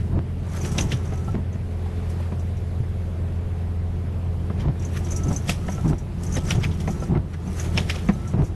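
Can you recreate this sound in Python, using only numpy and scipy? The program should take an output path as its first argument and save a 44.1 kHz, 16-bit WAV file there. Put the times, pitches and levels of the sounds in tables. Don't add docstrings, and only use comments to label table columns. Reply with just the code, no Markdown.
import sys
import numpy as np
from scipy import signal
from scipy.fft import rfft, irfft, next_fast_len
from scipy.io import wavfile
from scipy.ndimage import uniform_filter1d, map_coordinates

SR = 44100
rng = np.random.default_rng(int(sys.argv[2]) if len(sys.argv) > 2 else 0)


def gain_from_decibels(decibels):
    exponent = np.asarray(decibels, float) / 20
    return 10 ** exponent


def store_wav(level_fs):
    pcm = np.round(np.clip(np.atleast_2d(level_fs), -1, 1) * 32767)
    wavfile.write(sys.argv[1], SR, pcm.T.astype(np.int16))


N = 377034

# (time [s], rate [cycles/s])
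ENGINE_SPEED = [(0, 21.35), (6.5, 21.34), (6.75, 21.04), (8.55, 21.01)]
# (time [s], level [dB])
IDLE = [(0.0, -23), (.26, -28), (1.14, -25), (1.31, -26), (2.09, -25), (3.3, -24.5), (4.5, -24.5),
        (4.69, -26.5), (5.17, -24), (5.64, -25), (5.91, -34), (6.2, -27), (6.71, -22), (7.12, -31),
        (7.4, -30), (7.76, -24), (8.14, -29), (8.55, -27.5)]
ORDERS = [1, 2, 4, 5, 6, 8, 9, 10, 11, 16, 17, 20, 25, 30, 34]
ORDER_DB = [-38, -11, 1, -14.5, -11.5, -14.5, -16.5, -19, -30, -32, -25.5, -22.5, -30, -35, -32]
# (frequency [Hz], density [dB per Hz])
RUMBLE = [(6, -32), (28, 3), (42, -1), (80, 2), (108, 4), (150, -2), (230, -19.5), (400, -50.5)]
# (time [s], level [dB], treble over it [dB])
CABIN = [(0.0, -49.5, 5), (0.38, -45, -1), (0.78, -40, 0.5), (1.52, -45.5, -2), (2.14, -42, 1.5),
         (2.4, -45, 2), (3.2, -44, -2.5), (3.9, -44, -4), (4.62, -44.5, 0), (5.26, -41.5, 2.5),
         (5.81, -44, 4), (5.93, -46, 4.5), (6.17, -46.5, 2.5), (6.5, -44, 2), (6.93, -44.5, 6),
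         (7.33, -47, 1), (7.79, -42, 7), (8.55, -46.5, 2)]
# (frequency [Hz], density [dB per Hz])
HISS = [(120, 1), (260, 2.5), (400, -0.5), (800, -7.5), (1300, -14), (2200, -17.5), (6000, -31),
        (9000, -34), (12500, -33)]

# (blade flip at the bottom [s], shudder before it [s], its level [dB],
# far-turn shudder [dB], gear strain [dB])
SWEEPS = [
    (0.187, 0.057, -22, -20.5, -49),
    (4.687, 0.038, -21.5, -21, -45),
    (5.931, 0.073, -16.5, -20.5, -51),
    (7.172, 0.053, -14.5, -22, -54),
    (8.422, 0.043, -18, -18, -54),
]
# (time after the flip [s], pitch [Hz])
GEAR = [
    (0, 1340),
    (.1, 1150),
    (.3, 1175),
    (.48, 1306),
    (.84, 1330),
    (.86, 1215),
    (1.01, 1308),
    (1.095, 1342),
    (1.14, 1318),
]
CHIRP_DB = [-38.5, -38, -39, -41, -50]
# (frequency [Hz], width [Hz], level [dB])
BODY = [(48.5, 21.3, -1.5), (114.7, 55, -3.5), (153.9, 30.5, 0.5), (198, 31.7, -5)]
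# (frequency [Hz], width [Hz], level [dB])
PANEL = [(239, 134, 5), (356, 37, 9), (411.6, 33, 1), (675, 103, -3), (840, 190, -6.5)]
# (frequency [Hz], width [Hz], level [dB])
SWAY = [(89.5, 54, 0)]
# (time [s], peak [dB], pitch [Hz])
KICKS = [(0.121, -27, 138), (0.142, -12.5, 142), (0.153, -10, 104), (0.175, -14, 110), (4.582, -14.5, 124),
         (4.645, -23, 331), (4.652, -16, 141), (4.674, -13, 148), (4.692, -9, 115), (5.249, -13, 102),
         (5.266, -14, 118), (5.258, -19, 282), (5.274, -24, 304), (5.283, -14, 168), (5.31, -25, 339),
         (5.313, -6, 103), (5.337, -11, 101), (5.49, -9, 168), (5.511, -17, 156), (5.846, -7.5, 135),
         (5.865, -18, 145), (5.893, -12, 156), (5.904, -13, 134), (6.485, -16, 143), (6.569, -16, 103),
         (6.578, -14, 138), (6.648, -13.5, 152), (7.095, -10, 158), (7.107, -13, 204), (7.119, -19, 138),
         (7.134, -17, 102), (7.148, -11, 115), (7.161, -10, 125), (7.755, -13, 125), (8.0888, -6, 194),
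         (8.094, -18, 201), (8.105, -18, 170), (8.16, -20, 153), (8.27, -17, 150), (8.341, -7, 126),
         (8.354, -12, 151), (8.376, -21, 117), (8.391, -6, 140), (8.405, -13, 135), (8.426, -4, 101)]
FLIPS = [.1911, 1.3532, 4.6845, 5.933, 7.1755, 8.4208]
# (frequency [Hz], density [dB per Hz])
SCRAPE = [(700, -59), (1200, 4.5), (2500, -2.5), (4000, -9.5), (6000, -19), (8000, -35)]
# (frequency [Hz], density [dB per Hz])
FIZZ = [(4000, -9), (5500, -0.5), (7500, -2.5), (10000, -5.5), (12500, -7)]

# (time [s], scrape level [dB], fizz level [dB])
SWIPES = [(0, -45.5, -72), (0.574, -40.5, -43.5), (.66, -44, -40), (.7, -65, -54), (0.809, -49, -37.5),
          (.93, -46, -42.5), (1.141, -50, -53), (1.55, -52.5, -64), (2.16, -64, -71), (2.23, -47.5, -68),
          (4.61, -42, -56), (4.84, -47, -65), (4.973, -37.5, -43.5), (5.12, -48, -44.5), (5.33, -48, -42),
          (5.51, -45, -41), (5.72, -47, -47), (5.9, -45, -44.5), (6.25, -51, -54), (6.36, -40, -39.5),
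          (6.513, -34.5, -35), (6.648, -35, -43), (6.92, -52, -44), (7.04, -59, -48), (7.34, -47, -56.5),
          (7.6, -36.5, -39.5), (7.66, -42, -45), (7.8, -40, -41), (7.95, -42, -43), (8.04, -53, -53),
          (8.29, -50, -71), (8.46, -50, -47)]
# (time [s], level [dB])
THUMPS = [(.94, -29), (4.6, -35), (5.72, -31), (6.35, -26), (6.7, -22.5), (6.9, -22), (7.49, -46),
          (8.11, -22.5), (8.55, -33)]
# (frequency [Hz], level [dB], T60 [s])
TAG = [(5760, -4.5, 0.083), (6190, 4, 0.048), (6730, 6, 0.13)]
# (time [s], peak [dB])
RING_TAPS = [(0.658, -26), (.685, -31), (.717, -29), (0.78, -13.5), (1.0745, -36), (1.175, -35),
             (2.394, -36.5), (2.5681, -41), (4.7955, -33), (4.822, -30), (5.046, -28), (5.1613, -17),
             (5.327, -23), (5.665, -33), (5.7194, -26), (5.8765, -29.5), (5.982, -29.5), (6.405, -36),
             (6.44, -40), (6.5994, -32), (6.7394, -36), (6.905, -27), (7.0668, -41), (8.275, -27.5),
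             (8.4472, -33)]
# (time [s], peak [dB])
RIM_TAPS = [(.5212, -46), (.5756, -35), (0.611, -30), (0.808, -18.5), (0.893, -37), (.97, -39),
            (1.053, -38), (1.134, -41), (1.2436, -42), (1.528, -41), (4.849, -27.5), (5.086, -35),
            (5.1064, -23), (5.118, -24), (5.152, -36), (5.234, -26.5), (5.283, -29), (5.362, -20),
            (5.696, -32), (5.7482, -32.5), (6.265, -31.5), (6.323, -28), (6.3382, -26), (6.352, -23.5),
            (6.465, -33), (6.5507, -28), (6.879, -32), (7.001, -37), (7.4744, -38), (7.596, -22.5),
            (8.076, -36), (8.1344, -38)]
# (time [s], peak [dB], pitch [Hz], knock [dB])
PAWS = [(0.927, -13, 121.5, -32), (1.278, -17, 103, -15), (1.343, -20, 239, -17), (1.553, -37, 102, -5),
        (1.859, -33, 102, -3.5), (2.803, -12, 114, -31), (5.25, -37, 101, -30), (5.779, -16, 109, -19),
        (5.834, -24, 166, -34), (6.548, -22, 122, -6), (7.474, -20, 193, -16.5)]
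# (time [s], peak [dB], snap [dB], thud [dB])
KNOCKS = [(0.189, -51, -20, -7), (0.599, -38, -15, 5), (0.752, -36.5, -17, 11), (1.122, -33.5, -19, 9.5),
          (1.344, -39.5, -12, 17.5), (1.554, -43, -15, 7), (1.861, -48, -17, 0), (2.321, -34.5, -25, 11.5),
          (4.5, -32, -35, 3), (4.681, -54, -14, 3), (5.311, -29.5, -43, 0), (5.683, -26, -23, 0.5),
          (6.876, -23, -21, 3.5), (7.023, -32.5, -23, 5), (7.152, -37.5, -12.5, -4), (8.088, -20, -18, 4.5),
          (8.096, -29, -28, 10), (8.337, -31.5, -30, 11.5)]
# (frequency [Hz], width [Hz], level [dB])
DASH = [(196, 17, 4.5), (420, 160, -7.5)]
# (frequency [Hz], width [Hz], level [dB])
TRIM = [(533, 500, 5), (690, 244, 10.5), (770, 44, 10.5), (984, 58, 5.5), (1220, 1050, -6.5)]
# (frequency [Hz], density [dB per Hz])
SNAP = [(1000, -49), (1600, 2), (2200, 4), (3500, -20), (7000, -44), (12000, -46)]
# (time [s], peak [dB], thud [dB], knock [dB], top [dB])
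HITS = [(0.6465, -29, -8, 2, -18), (0.7152, -45, 0, -6, 22.5), (0.7829, -13, 17, 2, -23),
        (0.806, -35, 31, 11, -9), (0.9159, -16.5, 19.5, -16, -25.5), (2.096, -44, -5, -7.5, 12),
        (2.199, -44.5, 1, 23, -25), (4.597, -30.5, -28, 1, -26), (4.609, -36, -28, -2, -26),
        (5.0642, -31, 27, -5, -19), (5.481, -24, 0, -13, 3), (5.4922, -10.5, -23, -0.5, 2),
        (6.2325, -43, 12, 5, 20.5), (6.366, -21.5, 24, 8.5, -26), (6.506, -12, -12, -3, -20),
        (6.6311, -18.5, 15, -2, -41), (6.711, -27, -2, -13, -21.5), (6.8, -27.5, 3, -19, 1),
        (7.595, -42, -17, 9, -19), (7.6407, -28, -11, 7, -23), (7.7753, -10, 11, 0, -33),
        (7.895, -12, 6.5, -7, -9), (7.9532, -25, -15, 5, -23), (7.9823, -25.5, -3, -24, -10),
        (8.2772, -51, 31, 20, -5)]
# (frequency [Hz], width [Hz], level [dB])
GLASS = [(2040, 750, -5), (2700, 870, -4), (3200, 620, 4), (3700, 2700, -8), (5130, 780, -4)]
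# (frequency [Hz], density [dB per Hz])
SLAP = [(400, -30), (700, -3), (2000, 9), (4500, 1.5), (6500, -5), (9000, -30)]
# (time [s], peak [dB], pitch [Hz])
CLAWS = [(0.6479, -29, 2560), (0.6516, -31, 1700), (0.7815, -20, 5660), (0.784, -18, 3750),
         (0.7862, -15, 2610), (0.7884, -18, 2890), (0.7911, -20, 2070), (0.7933, -23, 2670),
         (0.8105, -21, 6030), (0.9165, -29, 1810), (0.918, -26, 1890), (0.9194, -25, 2950),
         (0.922, -26, 2910), (0.9241, -28, 2800), (0.9275, -29, 2840), (5.4941, -11, 2610),
         (5.4966, -15, 2670), (5.6847, -28, 1720), (5.6871, -30, 2020), (6.3631, -28, 1890),
         (6.3672, -28, 3830), (6.3702, -26, 1870), (6.3719, -29, 2280), (6.3779, -30, 1940),
         (6.5059, -18, 5860), (6.5074, -15, 2560), (6.5088, -13, 2860), (6.6331, -24, 2260),
         (6.6348, -26, 1920), (6.6373, -22, 3120), (6.642, -19, 2350), (6.645, -22, 2610),
         (6.6487, -24, 2000), (6.6507, -24, 2410), (6.8752, -29, 1980), (7.7756, -14, 5360),
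         (7.7771, -10, 2860), (7.7807, -13, 2630), (7.7834, -17, 2260), (7.8978, -20, 2390),
         (7.9003, -17, 2500), (7.902, -19, 2950), (7.9568, -31, 5190), (7.9614, -30, 2430),
         (8.0886, -25, 1830), (8.0914, -24, 1890), (8.094, -29, 1960), (8.0957, -28, 1850),
         (8.0981, -30, 2280)]

TURN_S = 0.625
WIPE_S, WIPE_HOLD_S = 0.28, 0.865


def unit(x):
    return x / np.sqrt(np.mean(x ** 2) + 1e-20)


def decay(t, t60):
    return gain_from_decibels(-60 * t / t60)


def onset(t, rise_s):
    return 1 - np.exp(-t / rise_s)


def curves(table):
    s, *columns = np.transpose(table)
    return [np.interp(np.arange(N) / SR, s, column) for column in columns]


def wobble(rate):
    at = np.arange(0, N + 16, 16)
    knots = rng.standard_normal(int(N * rate / SR) + 4)
    return np.interp(np.arange(N), at, map_coordinates(knots, [at * rate / SR]))


def filtered(x, response):
    m = next_fast_len(len(x) + 8192)
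    spectrum = rfft(x, m) * response(np.fft.rfftfreq(m, 1 / SR))
    return unit(irfft(spectrum, m)[:len(x)])


def colour(points):
    hz, db = np.transpose(points)
    return lambda f: gain_from_decibels(np.interp(np.log(f + 1), np.log(hz + 1), db))


def modes(table):
    def response(f):
        return sum((-1) ** k * gain_from_decibels(db) * 1j * f * width / (hz * hz - f * f + 1j * f * width)
                   for k, (hz, width, db) in enumerate(table))
    return response


def dull(table, edge_hz):
    return lambda f: modes(table)(f) / (1 + 1j * f / edge_hz) ** 2


def grainy(depth_db, rate):
    return rng.standard_normal(N) * gain_from_decibels(depth_db * wobble(rate))


def patchy(noise, depth_db):
    z = signal.stft(noise, nperseg=512)[2]
    field = uniform_filter1d(rng.standard_normal(z.shape), size=8, axis=0)
    field = uniform_filter1d(field, size=8, axis=1)
    return signal.istft(z * gain_from_decibels(depth_db * unit(field)), nperseg=512)[1][:N]


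def evened(x, window_s):
    power = np.abs(uniform_filter1d(x ** 2, size=round(window_s * SR)))
    return unit(x / (power + .05) ** .35)


def swells(rows, rise, fall):
    t = np.arange(0, N, 32) / SR
    s, hold, db = np.transpose(rows)[..., None]
    below_db = np.maximum(rise * (s - t), fall * (t - s - hold))
    gain = gain_from_decibels(db - np.maximum(below_db, 0))
    return np.interp(np.arange(N) / SR, t, np.sqrt(np.sum(gain ** 2, axis=0)))


def each_sweep(after_s, hold_s, db):
    levels = db + np.zeros(len(SWEEPS))
    return [(row[0] + after_s, hold_s, level) for row, level in zip(SWEEPS, levels)]


def add(track, s, sound):
    i = round(s * SR)
    track[i:i + len(sound)] += sound


def engine():
    turn = 2 * np.pi * np.cumsum(curves(ENGINE_SPEED)[0]) / SR
    turn = turn + 0.05 * wobble(1.5)
    lines = np.zeros(N)
    for k, db in zip(ORDERS, ORDER_DB):
        tremble_db = min(.13 * k, 1.8) * (wobble(7) + .6 * wobble(20))
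        phase = k * (turn + 0.0095 * wobble(9)) + rng.uniform(0, 2 * np.pi)
        lines += gain_from_decibels(db + tremble_db) * np.sin(phase)
    return gain_from_decibels(curves(IDLE)[0] + 0.88) * lines


def cabin():
    level_db, treble_db = curves(CABIN)
    hiss = filtered(patchy(rng.standard_normal(N), depth_db=1.18), colour(HISS))
    treble = signal.sosfilt(signal.butter(1, 3500, "high", fs=SR, output="sos"), hiss)
    rumble = evened(filtered(grainy(0.42, 8.2), colour(RUMBLE)), window_s=0.056)
    rumble = gain_from_decibels(curves(IDLE)[0] - 7.5) * rumble
    return rumble + gain_from_decibels(level_db + 4.5) * (hiss + (gain_from_decibels(treble_db) - 1) * treble)


def gear():
    flip, _, _, _, strain_db = np.transpose(SWEEPS)
    t = np.arange(N) / SR
    since = t - flip[np.maximum(np.searchsorted(flip, t) - 1, 0)]
    hz = np.interp(since, *np.transpose(GEAR))
    chirps = each_sweep(1.095, .013, np.array(CHIRP_DB))
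    chirps += [(s, 0, -35) for s in flip[2:]]
    steady = each_sweep(WIPE_S, WIPE_HOLD_S, -55.5)
    steady += each_sweep(0.49, 0.115, strain_db)
    steady += each_sweep(0.93, 0.14, -52)
    gain = swells(chirps, 2700, 2700) + swells(steady, 300, 250)
    rough = gain_from_decibels(0.5 + 1.2 * (wobble(35) + wobble(110)))
    return gain * rough * np.sin(2 * np.pi * np.cumsum(hz) / SR + .25 * wobble(36))


def sway():
    _, _, jolt_db, turn_db, _ = np.transpose(SWEEPS)
    settle_s, settle_db = 0.029, -5.5
    rows = each_sweep(0, settle_s, jolt_db + settle_db)
    rows += each_sweep(TURN_S + 0.046, settle_s, turn_db + settle_db)
    rocking = filtered(rng.standard_normal(N), lambda f: dull(SWAY, edge_hz=250)(f) ** 2)
    return swells(rows, 310, 400) * evened(rocking, window_s=0.023)


def shudder():
    _, _, jolt_db, turn_db, _ = np.transpose(SWEEPS)
    rows = [(s - hold, hold, db) for s, hold, db, _, _ in SWEEPS]
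    rows.append((1.365, 0, -20))
    jolts = swells(rows, 520, 540) + swells(each_sweep(TURN_S, 0.02, turn_db), 81, 240)
    sweep_s = 1.32
    drag = swells(each_sweep(-0.21, sweep_s + 0.15, -28.5), 54, 47)
    thumps = swells([(s, 0, db) for s, db in THUMPS], 84, 110)
    bite = swells(each_sweep(-0.022, 0.03, jolt_db - 2), 470, 2500)
    panel_gain = gain_from_decibels(-9) * (jolts + bite) + gain_from_decibels(-10.5) * drag + gain_from_decibels(-14.5) * thumps
    slips = grainy(2.5, 60)
    body = evened(filtered(slips, dull(BODY, edge_hz=500)), window_s=0.0323)
    panels = filtered(slips, dull(PANEL, edge_hz=1600))
    return gain_from_decibels(-4.5) * ((jolts + drag + thumps) * body + panel_gain * panels)


def lumps():
    out, t = np.zeros(N + SR), np.arange(SR // 10) / SR
    for s, db, pitch_hz in KICKS:
        rasp = filtered(rng.standard_normal(len(t)), dull(PANEL, edge_hz=900))
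        kick = gain_from_decibels(-14) * rasp - np.sin(2 * np.pi * pitch_hz * t)
        add(out, s, gain_from_decibels(db - 1) * decay(t, 0.088) * onset(t, 0.0015) * kick)
    return out[:N]


def flips():
    out, t = np.zeros(N + SR), np.arange(SR // 20) / SR
    rise_s, back_s = .00006, .002
    step = 1 - (1 + t / rise_s) * np.exp(-t / rise_s)
    for s in FLIPS:
        add(out, s, gain_from_decibels(-14.5) * step * np.exp(-t / back_s))
    return out[:N]


def rub_gains():
    scrape = [(s, 0, db) for s, db, _ in SWIPES] + each_sweep(WIPE_S, WIPE_HOLD_S, -59)
    fizz = [(s, 0, db) for s, _, db in SWIPES] + each_sweep(WIPE_S, WIPE_HOLD_S, -56)
    return swells(scrape, 306, 490), swells(fizz, 195, 330)


def rub():
    scrape_gain, fizz_gain = rub_gains()
    scrape = filtered(grainy(2.5, 70), colour(SCRAPE))
    fizz = filtered(patchy(grainy(3, 260), depth_db=2.5), colour(FIZZ))
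    return scrape_gain * scrape + fizz_gain * fizz


def chatter():
    shape = (len(TAG), N)
    touches = rng.standard_normal(shape) * (rng.random(shape) < 70 / SR)
    shiver = np.zeros(N)
    for k, (row, (hz, _, t60)) in enumerate(zip(touches, TAG)):
        shiver += gain_from_decibels(-4 * k) * filtered(row, modes([(hz, 2.2 / t60, 0)]))
    return gain_from_decibels(-9) * rub_gains()[1] * shiver


def collar():
    out, t = np.zeros(N + SR), np.arange(SR // 8) / SR
    rattle_modes = modes([(6150, 750, 6.0), (7750, 880, 1.5), (10100, 1700, -4.5)])
    taps = [(*tap, 5700) for tap in RING_TAPS] + [(*tap, 6190) for tap in RIM_TAPS]
    for s, db, struck_hz in taps:
        ring = np.zeros(len(t))
        for hz, level, t60 in TAG:
            luck_db, detune = rng.standard_normal(2) * [2, .004]
            level_db = level + luck_db - 0.028 * abs(hz - struck_hz)
            ring += gain_from_decibels(level_db) * decay(t, t60) * np.sin(2 * np.pi * hz * (1 + detune) * t)
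        rattle = gain_from_decibels(-9) * decay(t, 0.13) * filtered(rng.standard_normal(len(t)), rattle_modes)
        add(out, s, gain_from_decibels(db - 7.0) * (ring + rattle) * onset(t, 0.00062))
    return out[:N]


def paws():
    out, t = np.zeros(N + SR), np.arange(SR // 6) / SR
    for s, db, pitch_hz, knock_db in PAWS:
        push = np.sin(2 * np.pi * pitch_hz * t) * decay(t, 0.2) * onset(t, 0.0012)
        tap = filtered(rng.standard_normal(len(t)), modes(PANEL[2:]))
        add(out, s, gain_from_decibels(db) * (push + gain_from_decibels(knock_db + 1.0) * decay(t, 0.11) * tap))
    return out[:N]


def knocks():
    out, t = np.zeros(N + SR), np.arange(SR // 6) / SR
    for s, db, snap_db, thud_db in KNOCKS:
        a, b, c = rng.standard_normal((3, len(t)))
        snap = filtered(a, colour(SNAP)) * (decay(t, 0.099) + 2.0 * decay(t, 0.1)) * onset(t, 0.00012)
        crack = filtered(a, lambda f: 1j * f / (1 + 1j * f / 3000) ** 3)
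        snap += gain_from_decibels(-1) * decay(t, .014) * crack
        b[0] = gain_from_decibels(16)
        trim = filtered(b * decay(t, 0.074), dull(TRIM, edge_hz=2200))
        thud = gain_from_decibels(thud_db) * filtered(c * decay(t, 0.031), dull(DASH, edge_hz=530))
        add(out, s, gain_from_decibels(db - 3.0) * (gain_from_decibels(snap_db) * snap + gain_from_decibels(-11) * (trim + thud)))
    return out[:N]


def hits():
    out, t = np.zeros(N + SR), np.arange(SR // 5) / SR
    middle = [(300, -53), (500, 10), (900, 4.0), (1500, -19.0), (2200, -24.0)]
    soft_to_hard_db = [-13, -2.5]
    lead_s, lead_grows_s = .03, .012
    lead = np.exp(np.minimum(t - lead_s, 0) / lead_grows_s) * (t < lead_s)
    for s, db, thud_db, knock_db, top_db in HITS:
        t60 = np.interp(db, soft_to_hard_db, [0.09, 0.023])
        rise_s = np.interp(db, soft_to_hard_db, [0.0023, 0.00076])
        a, b, c, d, e = rng.standard_normal((5, len(t)))
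        stutter = gain_from_decibels(2.2 * unit(uniform_filter1d(e, size=70)))
        a, c = a * stutter, c * stutter
        pane = [(hz, width, level + 2 * rng.standard_normal()) for hz, width, level in GLASS]
        burst = filtered(a, modes(pane))
        burst += gain_from_decibels(-1) * filtered(a[::-1], colour(SLAP))
        burst += gain_from_decibels(knock_db) * filtered(b, colour(middle))
        burst += gain_from_decibels(top_db) * filtered(c, colour(FIZZ))
        fall = (decay(t, t60) + 0.36 * decay(t, 0.23)) * onset(t, rise_s)
        thud = filtered(d, modes(BODY[1:] + PANEL[:3]))
        thud = gain_from_decibels(thud_db - 7.5) * decay(t, 0.078) * onset(t, 0.01) * thud
        add(out, s, gain_from_decibels(db - 11.5) * (gain_from_decibels(-4) * fall * burst + thud))
        add(out, s - lead_s, gain_from_decibels(db - 25.5) * lead * burst[::-1])
    return out[:N]


def claws():
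    out, t = np.zeros(N + SR), np.arange(SR // 50) / SR
    for s, db, pitch_hz in CLAWS:
        edge = gain_from_decibels(-7) * decay(t, .004) * filtered(rng.standard_normal(len(t)), colour(SLAP))
        ring = decay(t, .013) * np.sin(2 * np.pi * pitch_hz * t) * onset(t, .0003)
        add(out, s, gain_from_decibels(db + 2.5) * (ring + edge))
    return out[:N]


def scene():
    background = engine() + cabin()
    wipers = gear() + sway() + shudder() + lumps() + flips() + rub()
    cat = chatter() + collar() + paws() + knocks() + hits() + claws()
    return (background + wipers + cat)[None]


def gain_control(x, start_db, slope, hold_s):
    keep = np.exp(-1 / (hold_s * SR))
    power = signal.lfilter([1 - keep], [1, -keep], x ** 2)
    over_db = np.maximum(10 * np.log10(power + 1e-12) - start_db, 0)
    return x * gain_from_decibels(-slope * over_db)


def dropouts(x, share, from_hz):
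    hz, _, z = signal.stft(x, SR, nperseg=1024)
    power = np.abs(z) ** 2 + 1e-14
    band = uniform_filter1d(power, size=9, axis=-2)
    over_db = 10 * np.log10(band / np.median(band, axis=-1, keepdims=True))
    bass_db = 10 * np.log10(uniform_filter1d(power.sum(-2, keepdims=True), size=5, axis=-1))
    luck = uniform_filter1d(rng.standard_normal(z.shape), size=6, axis=-2)
    luck = unit(uniform_filter1d(luck, size=5, axis=-1))
    octaves = np.log2(hz / from_hz + 1)[:, None]
    need = .6 * over_db - .6 * bass_db + 3 * luck - 2.5 * octaves
    high = hz > from_hz
    silent = (need < np.quantile(need[:, high], share)) & high[:, None]
    return signal.istft(z * ~silent, SR, nperseg=1024)[1][..., :N]


def roll_off(x):
    return signal.sosfilt(signal.butter(12, 12510, fs=SR, output="sos"), x)


def record(dry):
    x = gain_control(dry, start_db=-26.5, slope=0.26, hold_s=0.13)
    x = x / (1 + np.abs(x / .62) ** 4) ** .25
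    x = dropouts(x, share=.08, from_hz=3000)
    band_limit = signal.ellip(12, .5, 80, 12060, fs=SR, output="sos")
    return roll_off(signal.sosfilt(band_limit, x))


dry = scene()
out = record(dry)
store_wav(out)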